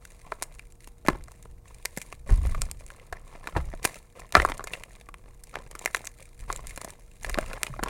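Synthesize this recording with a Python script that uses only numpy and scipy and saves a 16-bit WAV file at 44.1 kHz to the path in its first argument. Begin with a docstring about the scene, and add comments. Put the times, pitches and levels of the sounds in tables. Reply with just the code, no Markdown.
"""A hand squeezes blocks of gym chalk over a basin, close to a small microphone.
The chalk snaps in short dry cracks, duller breaks and flake ticks: each is a burst of force that rings a piece.
Crumbs patter as many tiny random breaks; powder is finer grains over a smooth noise hiss.
The moving hand and heavy pieces add low noise and damped swings.
The small, quiet room adds an echo, a short ring-out, noise for its air and a faint hum of sines."""
import sys
import numpy as np
from scipy import signal
from scipy.io import wavfile
from scipy.ndimage import uniform_filter1d

SR = 44100
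rng = np.random.default_rng(int(sys.argv[2]) if len(sys.argv) > 2 else 0)


def log_audio(samples):
    """Write samples as a 16-bit WAV file to the path given in sys.argv[1]."""
    # one column per channel
    frames = np.atleast_2d(samples).T
    # limit to full scale, then quantise
    limited = np.clip(frames, -1, 1)
    pcm = np.round(limited * 32767).astype(np.int16)
    wavfile.write(sys.argv[1], SR, pcm)


N = 347949
TIME = np.arange(N) / SR  # seconds

# The blocks crack: t/s, body level/dB, snap level/dB, fizz level/dB, ring of the piece f/Hz, fracture decay/ms
CRACKS = [ (.052, -61, -48.5, -48.5, 1530, 1.3), (0.3207, -28, -41, -54, 1670, 2.2),
          (0.4239, -33, -39, -31, 8300, 0.87), (.594, -55, -42.5, -52.5, 2270, 1),
          (0.874, -49, -53.5, -50.5, 870, 2.3), (1.064, -54, -40, -51, 1590, 0.7),
          (1.0733, -53, -44, -45, 1600, 0.67), (1.0846, -14.5, -25.5, -32.5, 636, 0.84),
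          (1.0996, -28.5, -44, -52, 362, 3), (1.2824, -47.5, -70, -59, 2040, 1.7),
          (1.318, -55, -60, -52.5, 880, 1.6), (1.8522, -36.5, -43, -40, 2020, 2.2),
          (1.856, -45, -30, -28.5, 2060, 0.29), (1.974, -31, -37, -35.5, 550, 2.2),
          (2.016, -53, -40, -41, 2020, 2.7), (2.1256, -40, -41.5, -50.5, 1170, 1.6),
          (2.293, -36, -48, -57, 433, 18), (2.317, -53, -56, -76, 256, 17),
          (2.5472, -32.5, -43, -52, 1210, 3.4), (2.6182, -39, -36, -27.5, 7040, 0.7),
          (2.903, -48, -47.5, -55, 1580, 3), (2.9978, -67, -53, -66, 2050, 0.97),
          (3.126, -32.5, -42, -47, 1700, 4), (3.4724, -33, -36, -45.5, 1250, 2.4),
          (3.5673, -26.5, -38, -47, 517, 8.5), (3.8455, -61, -41, -34.5, 2270, 0.21),
          (3.8506, -23.5, -26.5, -29, 886, 0.53), (3.8534, -29, -25, -23, 2490, 2.1),
          (4.3241, -44.5, -40, -40, 3900, 1.4), (4.3517, -6, -12.5, -52, 1164, 1.7),
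          (4.367, -16, -29, -39, 1290, 5.4), (4.399, -22, -24, -49, 1900, 2),
          (4.4196, -34, -30.5, -42, 2180, 1.4), (4.4498, -17, -43, -39, 1090, 0.85),
          (4.4876, -32.5, -41, -49, 1166, 2.9), (4.497, -32, -42, -43.5, 900, 5.9),
          (4.5195, -33, -33.5, -64, 910, .9), (4.641, -39, -56, -39, 7140, 2.1),
          (4.6723, -39.5, -38, -45, 2260, 3.1), (4.735, -40.5, -30, -44.5, 2720, 2.8),
          (4.8363, -51, -40.5, -47, 3040, 0.88), (4.9528, -57, -54.5, -62, 3730, 0.76),
          (5.0113, -55, -52, -57.5, 3560, 2.3), (5.088, -42, -51.5, -57, 1150, 2.3),
          (5.142, -46.5, -44.5, -54, 1100, 0.7), (5.437, -65, -58.5, -45, 1960, 2.3),
          (5.5559, -33.5, -35.5, -49.5, 1710, 0.57), (5.7128, -48.5, -52, -46.5, 6960, 2.1),
          (5.7523, -39, -45.5, -46.5, 1190, 1.7), (5.8589, -28.5, -24, -29.5, 2080, 0.6),
          (5.8755, -40, -40, -52, 1880, 2.1), (5.947, -26.5, -24.5, -32.5, 1870, 1.7),
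          (5.9682, -42, -39.5, -43, 890, 1.8), (6.0723, -54, -39.5, -36, 6730, .5),
          (6.5271, -43.5, -43, -35, 7200, .5), (6.708, -58, -43.5, -50.5, 2090, 3.5),
          (6.7759, -38.5, -41.5, -42, 550, 1.7), (6.815, -40, -46.5, -41.5, 1270, 1.1),
          (6.8462, -37, -48, -39.5, 670, 2.1), (7.2462, -36, -33.5, -43.5, 1700, 1.6),
          (7.296, -37.5, -39, -37, 1210, 2.2), (7.3436, -41, -30.5, -46, 1240, 0.6),
          (7.3864, -21, -33, -39, 618, 0.61), (7.532, -41, -39, -45.5, 1440, 0.83),
          (7.6323, -37, -26, -26.5, 1280, 0.042), (7.6666, -42, -35, -45, 2840, 3.6),
          (7.8355, -29.5, -33, -32.5, 1060, 1.5), (7.8841, -44, -39, -48, 1720, 2)]
# Duller breaks, some ringing on from a loud crack: t/s, body level/dB, ring f/Hz, fracture decay/ms
DULL_BREAKS = [(1.05, -40, 594, 4.8), (1.088, -21, 1060, 1.7), (1.151, -40, 830, 6),
               (1.456, -46.5, 445, 1.6), (3.5516, -36.5, 1250, 5.1), (3.5636, -24, 830, 5.5),
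               (3.737, -36.5, 670, 2.1), (4.4543, -28.5, 1190, 1.2), (4.5947, -34, 815, 1.8),
               (4.6067, -37.5, 1150, 2), (5.569, -37, 1210, 0.65), (6.0421, -46, 1950, 0.63),
               (6.501, -26.5, 1090, 1.2), (6.877, -42, 810, 1.4), (7.3757, -27, 550, 7.3),
               (7.513, -40, 1520, 2.6), (7.5752, -41.5, 1700, 2.3), (7.738, -39, 1190, 3.5),
               (7.792, -32, 850, 4.1), (7.8288, -27, 590, 1.5), (7.8599, -33, 1150, 6.3)]
DULL_SNAP_DB, DULL_FIZZ_DB = -16.5, -31  # relative to the body of the dull break
# Thin flakes chip off with a high tick: t/s, fizz level/dB
TICKS = [(0.4286, -33), (0.4361, -40), (0.723, -55.5), (1.239, -51.5), (1.4266, -53), (1.984, -43),
         (2.025, -47), (2.7136, -35.5), (2.8645, -48.5), (4.2028, -51), (4.579, -45), (5.7922, -40.5),
         (5.9613, -40), (6.0467, -47.5), (6.0542, -43), (6.0693, -42), (6.5615, -37), (6.6703, -40),
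         (6.761, -44), (6.9047, -44.5), (7.233, -44)]
TICK_BODY_DB, TICK_SNAP_DB = -19.5, -9.5  # relative to the fizz of the tick
TICK_HZ, TICK_MS = 7500, 0.75  # ring and fracture decay, shared by all ticks
# Colour of every crack, dull break and tick: f/Hz, relative level/dB
CHALK_COLOUR = [(130, 13.5), (400, 3), (750, 1), (1150, 1), (1400, 0.5), (1700, 3), (2400, 5.5), (3100, -2),
                (4000, -4), (5200, -5), (7200, -1.5), (9000, -1), (11500, -6), (16000, -19)]

# Fingers grind, or debris spills after a big break:
# full strength t/s, hold/s, coarse crumbs level/dB, fine powder level/dB (before trims)
CRUMBLES = [(0.025, 0.2, -61, -61.5), (0.269, 0.2, -50.5, -64.5), (0.534, 0.025, -60, -63.5),
            (0.812, 0.034, -79, -63), (1.072, 0.01, -40.5, -57), (1.275, 0.17, -68, -65),
            (1.66, 0.32, -59.5, -61.5), (1.933, 0.16, -60.5, -56.5), (2.286, 0.06, -42, -54),
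            (2.439, 0.22, -46.5, -54), (2.804, .26, -55.5, -65), (3.164, 0.047, -53, -78),
            (3.265, 0.11, -49.5, -61.5), (3.443, 0.38, -47.5, -60), (3.846, 0.0068, -38, -42.5),
            (3.96, 0.088, -70, -75), (4.169, 0.026, -48.5, -57.5), (4.357, 0.0055, -27, -39.5),
            (4.466, 0.23, -48.5, -63), (4.728, 0.0044, -45.5, -49.5), (4.886, 0.1, -55.5, -67.5),
            (5.189, 0.13, -59.5, -70), (5.455, 0.055, -66, -64.5), (5.547, 0.006, -38.5, -64),
            (5.64, 0.2, -70, -72), (5.747, 0.096, -49.5, -65), (5.838, .005, -47, -51),
            (5.943, 0.013, -46, -54), (6.036, 0.017, -63, -60), (6.199, 0.034, -57, -59.5),
            (6.397, 0.042, -56.5, -61), (6.498, 0.044, -43, -53), (6.662, 0.08, -50, -55),
            (6.807, .08, -46, -56), (7.036, 0.24, -69, -66.5), (7.23, 0.15, -43.5, -54.5),
            (7.397, 0.18, -42, -54), (7.632, 0.097, -46.5, -56), (7.833, 0.064, -42, -59)]
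# Each one builds, eases while held, then the debris settles
BUILD_S, EASE_DB_PER_S, SETTLE_DB_PER_S = 0.024, 18.5, 132.5
REST_CRUMBS_DB, REST_POWDER_DB = -74, -72  # faint trickle in between, before trims
# Colour of the coarse crumbs: f/Hz, relative level/dB
CRUMB_COLOUR = [(60, -15), (150, 5.5), (300, -7), (520, 1.5), (750, -6), (1200, -3.5), (1450, -14),
                (2200, -6), (3200, -20), (6000, -23.5), (16000, -47.5)]
# Colour of the fine powder: f/Hz, relative level/dB
POWDER_COLOUR = [(900, -39.5), (1600, -1.5), (2300, 3), (3200, -9), (3900, -3), (5200, -9), (7300, -1),
                 (8100, -5), (9000, 1.5), (9900, -8.5), (10600, -2), (12000, -15), (16000, -12)]

# The hand shifts and stirs the air: full swing t/s, hold/s, level/dB (before a trim)
MOVES = [(1.1, 0.036, -34.5), (1.4, .2, -44), (2.16, 0.14, -43), (2.33, .14, -22), (2.58, 0.03, -26),
         (3.13, 0.13, -47), (3.58, 0.098, -31.5), (4.38, 0.093, -30.5), (5.1, 0.034, -46),
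         (5.57, 0.03, -44), (6.43, 0.16, -37.5), (6.67, 0.019, -39), (7.26, 0.23, -33), (7.75, .14, -36.5)]
# A move builds, slows and stops, over a resting rumble (before a trim)
SWING_S, SLOW_DB_PER_S, STOP_DB_PER_S, REST_RUMBLE_DB = 0.067, 9, 86.5, -48.5
# Low bumps of the hand and heavy pieces: t/s, level before fading/dB, starting f/Hz, decay/s
BUMPS = [(1.088, -35, 178, 0.017), (2.31, -5.5, 43.6, 0.027), (2.322, -7, 96, 0.007),
         (2.384, -9.5, 51.7, 0.019), (2.413, -18.5, 70, 0.047), (2.463, -20, 76.4, 0.036),
         (3.123, -31.5, 71.6, 0.016), (3.561, -14.5, 93, 0.01), (3.565, -23, 182, 0.018),
         (3.581, -24.5, 66, 0.051), (3.852, -22, 122, 0.0042), (4.353, -27, 190, 0.028),
         (4.374, -16.5, 74, 0.027), (7.698, -31.5, 151, 0.024)]
# Colour of the hand's rumble: f/Hz, relative level/dB
RUMBLE_COLOUR = [(10, -7), (25, 7.5), (48, 1), (70, -7), (110, -10), (180, -21.5), (300, -32), (700, -65)]

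# Colour of the quiet room air: f/Hz, relative level/dB
AIR_COLOUR = [(50, -2.5), (130, 2), (250, -7), (480, -12), (700, -11.5), (1400, -22.5), (2200, -36.5),
              (3300, -34.5), (9000, -28), (16000, -32.5)]
# Steady hum tones: f/Hz, rms level/dB
HUM = [(118, -69), (357, -76), (474, -69)]
# Ring-out of basin and room: f/Hz, time to fall by 60 dB/s
RING_OUT = [(200, 0.33), (1200, 0.27), (4000, 0.13), (14000, 0.24)]
EDGE_HZ = 16100  # upper band limit of the microphone signal


def amp(db):
    """Turns decibels into gain."""
    return 10 ** (np.asarray(db) / 20)


def unit(x):
    """Scales a sound to an rms of 1."""
    return x / np.sqrt(np.mean(x ** 2) + 1e-20)


def read(points, hz):
    """Reads a table of values between its points, on a log-frequency axis."""
    f, value = np.transpose(points)
    return np.interp(np.log(hz + 1), np.log(f + 1), value)


def add(mix, s, sound):
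    """Mixes a sound in at time s, cut off at the end of the mix."""
    part = mix[max(round(s * SR), 0):][:len(sound)]
    part += sound[:len(part)]


def impulse(points, size=2048):
    """Makes a click with the given spectrum that starts at once (minimum phase)."""
    hz = abs(np.fft.fftfreq(size, 1 / SR))
    log_gain = np.log(amp(read(points, hz)))
    spectrum = np.exp(np.conj(signal.hilbert(log_gain)))
    return np.fft.ifft(spectrum).real[:size // 2]


def colour(x, points, size=2048):
    """Gives a sound the listed spectrum, at an rms of 1."""
    return unit(signal.oaconvolve(x, impulse(points, size))[:len(x)])


def band(lo_hz, hi_hz):
    """Designs a filter that keeps one range of frequencies."""
    return signal.butter(3, [lo_hz, min(hi_hz, SR / 2 - 1)], "bandpass", fs=SR, output="sos")


def gestures(rows, attack_s, held_db_per_s, release_db_per_s, rest_db):
    """Gain over time: each (t, hold, dB) swells up to t, sags while held and dies away, over a resting level."""
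    power = np.full(N, amp(rest_db) ** 2)
    for s, hold, db in rows:
        t = TIME[:2 * SR] - attack_s
        swell = np.minimum(1 + t / attack_s, 1)
        fall_db = held_db_per_s * np.clip(t, 0, hold) + release_db_per_s * np.maximum(t - hold, 0)
        add(power, s - attack_s, (swell * amp(db - fall_db)) ** 2)
    return np.sqrt(power)


def background(air_db=-62, waver=0.15):
    """Room air is coloured noise; the hum is steady sines whose phase wavers (waver: radians rms)."""
    out = amp(air_db) * colour(rng.standard_normal(N), AIR_COLOUR)
    for hz, db in HUM:
        slow_noise = uniform_filter1d(rng.standard_normal(N), size=2000)
        drift = waver * unit(uniform_filter1d(slow_noise, size=1000))
        out += amp(db) * unit(np.sin(2 * np.pi * hz * TIME + drift))
    return out


def handling(rumble_trim_db=-2, sag=0.24):
    """Moving hands rumble; each bump is a damped swing whose pitch sags by up to 24% as the flesh relaxes."""
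    motion = gestures(MOVES, SWING_S, SLOW_DB_PER_S, STOP_DB_PER_S, REST_RUMBLE_DB)
    rumble = colour(rng.standard_normal(N), RUMBLE_COLOUR, size=16384)
    out = amp(rumble_trim_db) * motion * rumble
    t = TIME[:SR // 2]
    for s, db, hz, decay in BUMPS:
        fade = np.exp(-t / decay)
        onset = 1 - np.exp(-t * hz * 4)
        turns = np.cumsum(hz * (1 - sag * (1 - fade))) / SR
        add(out, s, -amp(db) * np.sin(2 * np.pi * turns) * fade * onset)
    return out


def crumbling(rest_db, column):
    """How strongly the crumbs (column 2) or the powder (column 3) grind or spill over time."""
    rows = [(row[0], row[1], row[column]) for row in CRUMBLES]
    return gestures(rows, BUILD_S, EASE_DB_PER_S, SETTLE_DB_PER_S, rest_db)


def fracture(t, decay_ms, first_db=15, lumpy_db=4, after_db=-19, after_times=3.1):
    """One sharp break, a dying run of smaller breaks, then a weak trickle of debris that fades more slowly."""
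    lumps = amp(lumpy_db * np.clip(rng.standard_normal(len(t)), -2, 2))
    run = rng.standard_normal(len(t)) * lumps
    age = 1000 * t / decay_ms  # in decay times
    force = run * (np.exp(-age) + amp(after_db) * np.exp(-age / after_times))
    force[0] += amp(first_db)
    return force


def rung(force, hz, cycles, ring_db):
    """Adds the few cycles with which a piece of chalk rings; they fade by 1/e in the given cycles."""
    t = TIME[:len(force)]
    mode = np.exp(-t * hz / cycles) * np.cos(2 * np.pi * hz * t)
    mode *= 2 * hz / (cycles * SR)  # evens out the strength of long and short rings
    return force + amp(ring_db) * signal.fftconvolve(force, mode)[:len(t)]


def grains(per_s, spread_db, decay_ms, lo_hz, hi_hz, ring_db, count=32):
    """Bits break at random, each a tiny fracture with one of 32 rings; a few are much louder."""
    t, out = TIME[:SR // 50], np.zeros(N)
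    hits = np.flatnonzero(rng.random(N) < per_s / SR)
    gains = amp(spread_db * np.minimum(rng.exponential(1, len(hits)), np.pi))
    kinds = rng.integers(0, count, len(hits))
    shapes = []
    for hz in np.geomspace(lo_hz, hi_hz, count):
        force = fracture(t, decay_ms * rng.uniform(0.72, 2.4), first_db=5)
        shapes.append(unit(rung(force, hz, 4.1, ring_db)))
    for hit, gain, kind in zip(hits, gains, kinds):
        add(out, hit / SR, gain * shapes[kind])
    return unit(out)


def crumbs(trim_db=-1):
    """Coarse bits rub in the fist and patter onto the heap, as low-ringing random breaks."""
    bits = grains(per_s=230, spread_db=5.5, decay_ms=1.0, lo_hz=510, hi_hz=1870, ring_db=9.0)
    return amp(trim_db) * crumbling(REST_CRUMBS_DB, column=2) * colour(bits, CRUMB_COLOUR)


def powder(crackle_trim_db=2, hiss_trim_db=-4, hiss_rest_db=-80):
    """Fine grit crackles over the smooth hiss of sliding powder; the hiss nearly stops at rest."""
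    grit = grains(per_s=350, spread_db=8.5, decay_ms=1.1, lo_hz=2550, hi_hz=13000, ring_db=3.5)
    crackle = crumbling(REST_POWDER_DB, column=3) * colour(grit, POWDER_COLOUR)
    hiss = crumbling(hiss_rest_db, column=3) * colour(rng.standard_normal(N), POWDER_COLOUR)
    return amp(crackle_trim_db) * crackle + amp(hiss_trim_db) * hiss


def cracks(cycles=2.8, ring_db=6, bass_share=0.3, most_bass_hz=420):
    """Each crack, dull break or tick is a fracture that rings its piece; higher-ringing pieces give less bass."""
    t, out = TIME[:SR // 20], np.zeros(N)
    early = int(0.008 * SR)  # levels are set over the first 8 ms
    chalk = impulse(CHALK_COLOUR, size=512)
    snap_band, fizz_band = band(1720, 4300), band(4800, 17000)
    dull = [(s, db, db + DULL_SNAP_DB, db + DULL_FIZZ_DB, hz, ms) for s, db, hz, ms in DULL_BREAKS]
    ticks = [(s, db + TICK_BODY_DB, db + TICK_SNAP_DB, db, TICK_HZ, TICK_MS) for s, db in TICKS]
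    for s, body_db, snap_db, fizz_db, hz, decay_ms in CRACKS + dull + ticks:
        force = signal.fftconvolve(fracture(t, decay_ms), chalk)[:len(t)]
        piece = rung(force, hz, cycles, ring_db)
        body_band = band(min(bass_share * hz, most_bass_hz), 1373)
        for sections, db in ((body_band, body_db), (snap_band, snap_db), (fizz_band, fizz_db)):
            part = signal.sosfilt(sections, piece)
            add(out, s, amp(db) * part / np.std(part[:early]))
    return out


def room(x, wet_db=-22, basin_db=-13, basin_s=0.0029):
    """The basin throws back one early echo; a tail of fading noise adds a faint, short ring-out."""
    echo = np.r_[np.zeros(round(basin_s * SR)), x][:N]
    x = x + amp(basin_db) * echo
    hz, t, z = signal.stft(rng.standard_normal(SR // 2), SR, nperseg=256)
    fade = amp(-60 * t / read(RING_OUT, hz)[:, None])
    tail = signal.istft(z * fade, SR, nperseg=256)[1]
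    tail[:SR // 250] = 0  # the tail waits 4 ms
    return x + amp(wet_db) * signal.fftconvolve(x, tail / np.linalg.norm(tail))[:N]


def scene():
    """Chalk sounds in the room, over handling noise and room tone."""
    chalk = cracks() + crumbs() + powder()
    return (room(chalk) + handling() + background())[None]


def record(dry):
    """An overloaded microphone flattens the loudest peaks; then the highest treble is cut off."""
    ceiling = 0.71
    low_pass = signal.firwin(301, EDGE_HZ, window=("kaiser", 9), fs=SR)
    return signal.oaconvolve(np.clip(dry, -ceiling, ceiling), low_pass[None], "same")


dry = scene()
out = record(dry)
log_audio(out)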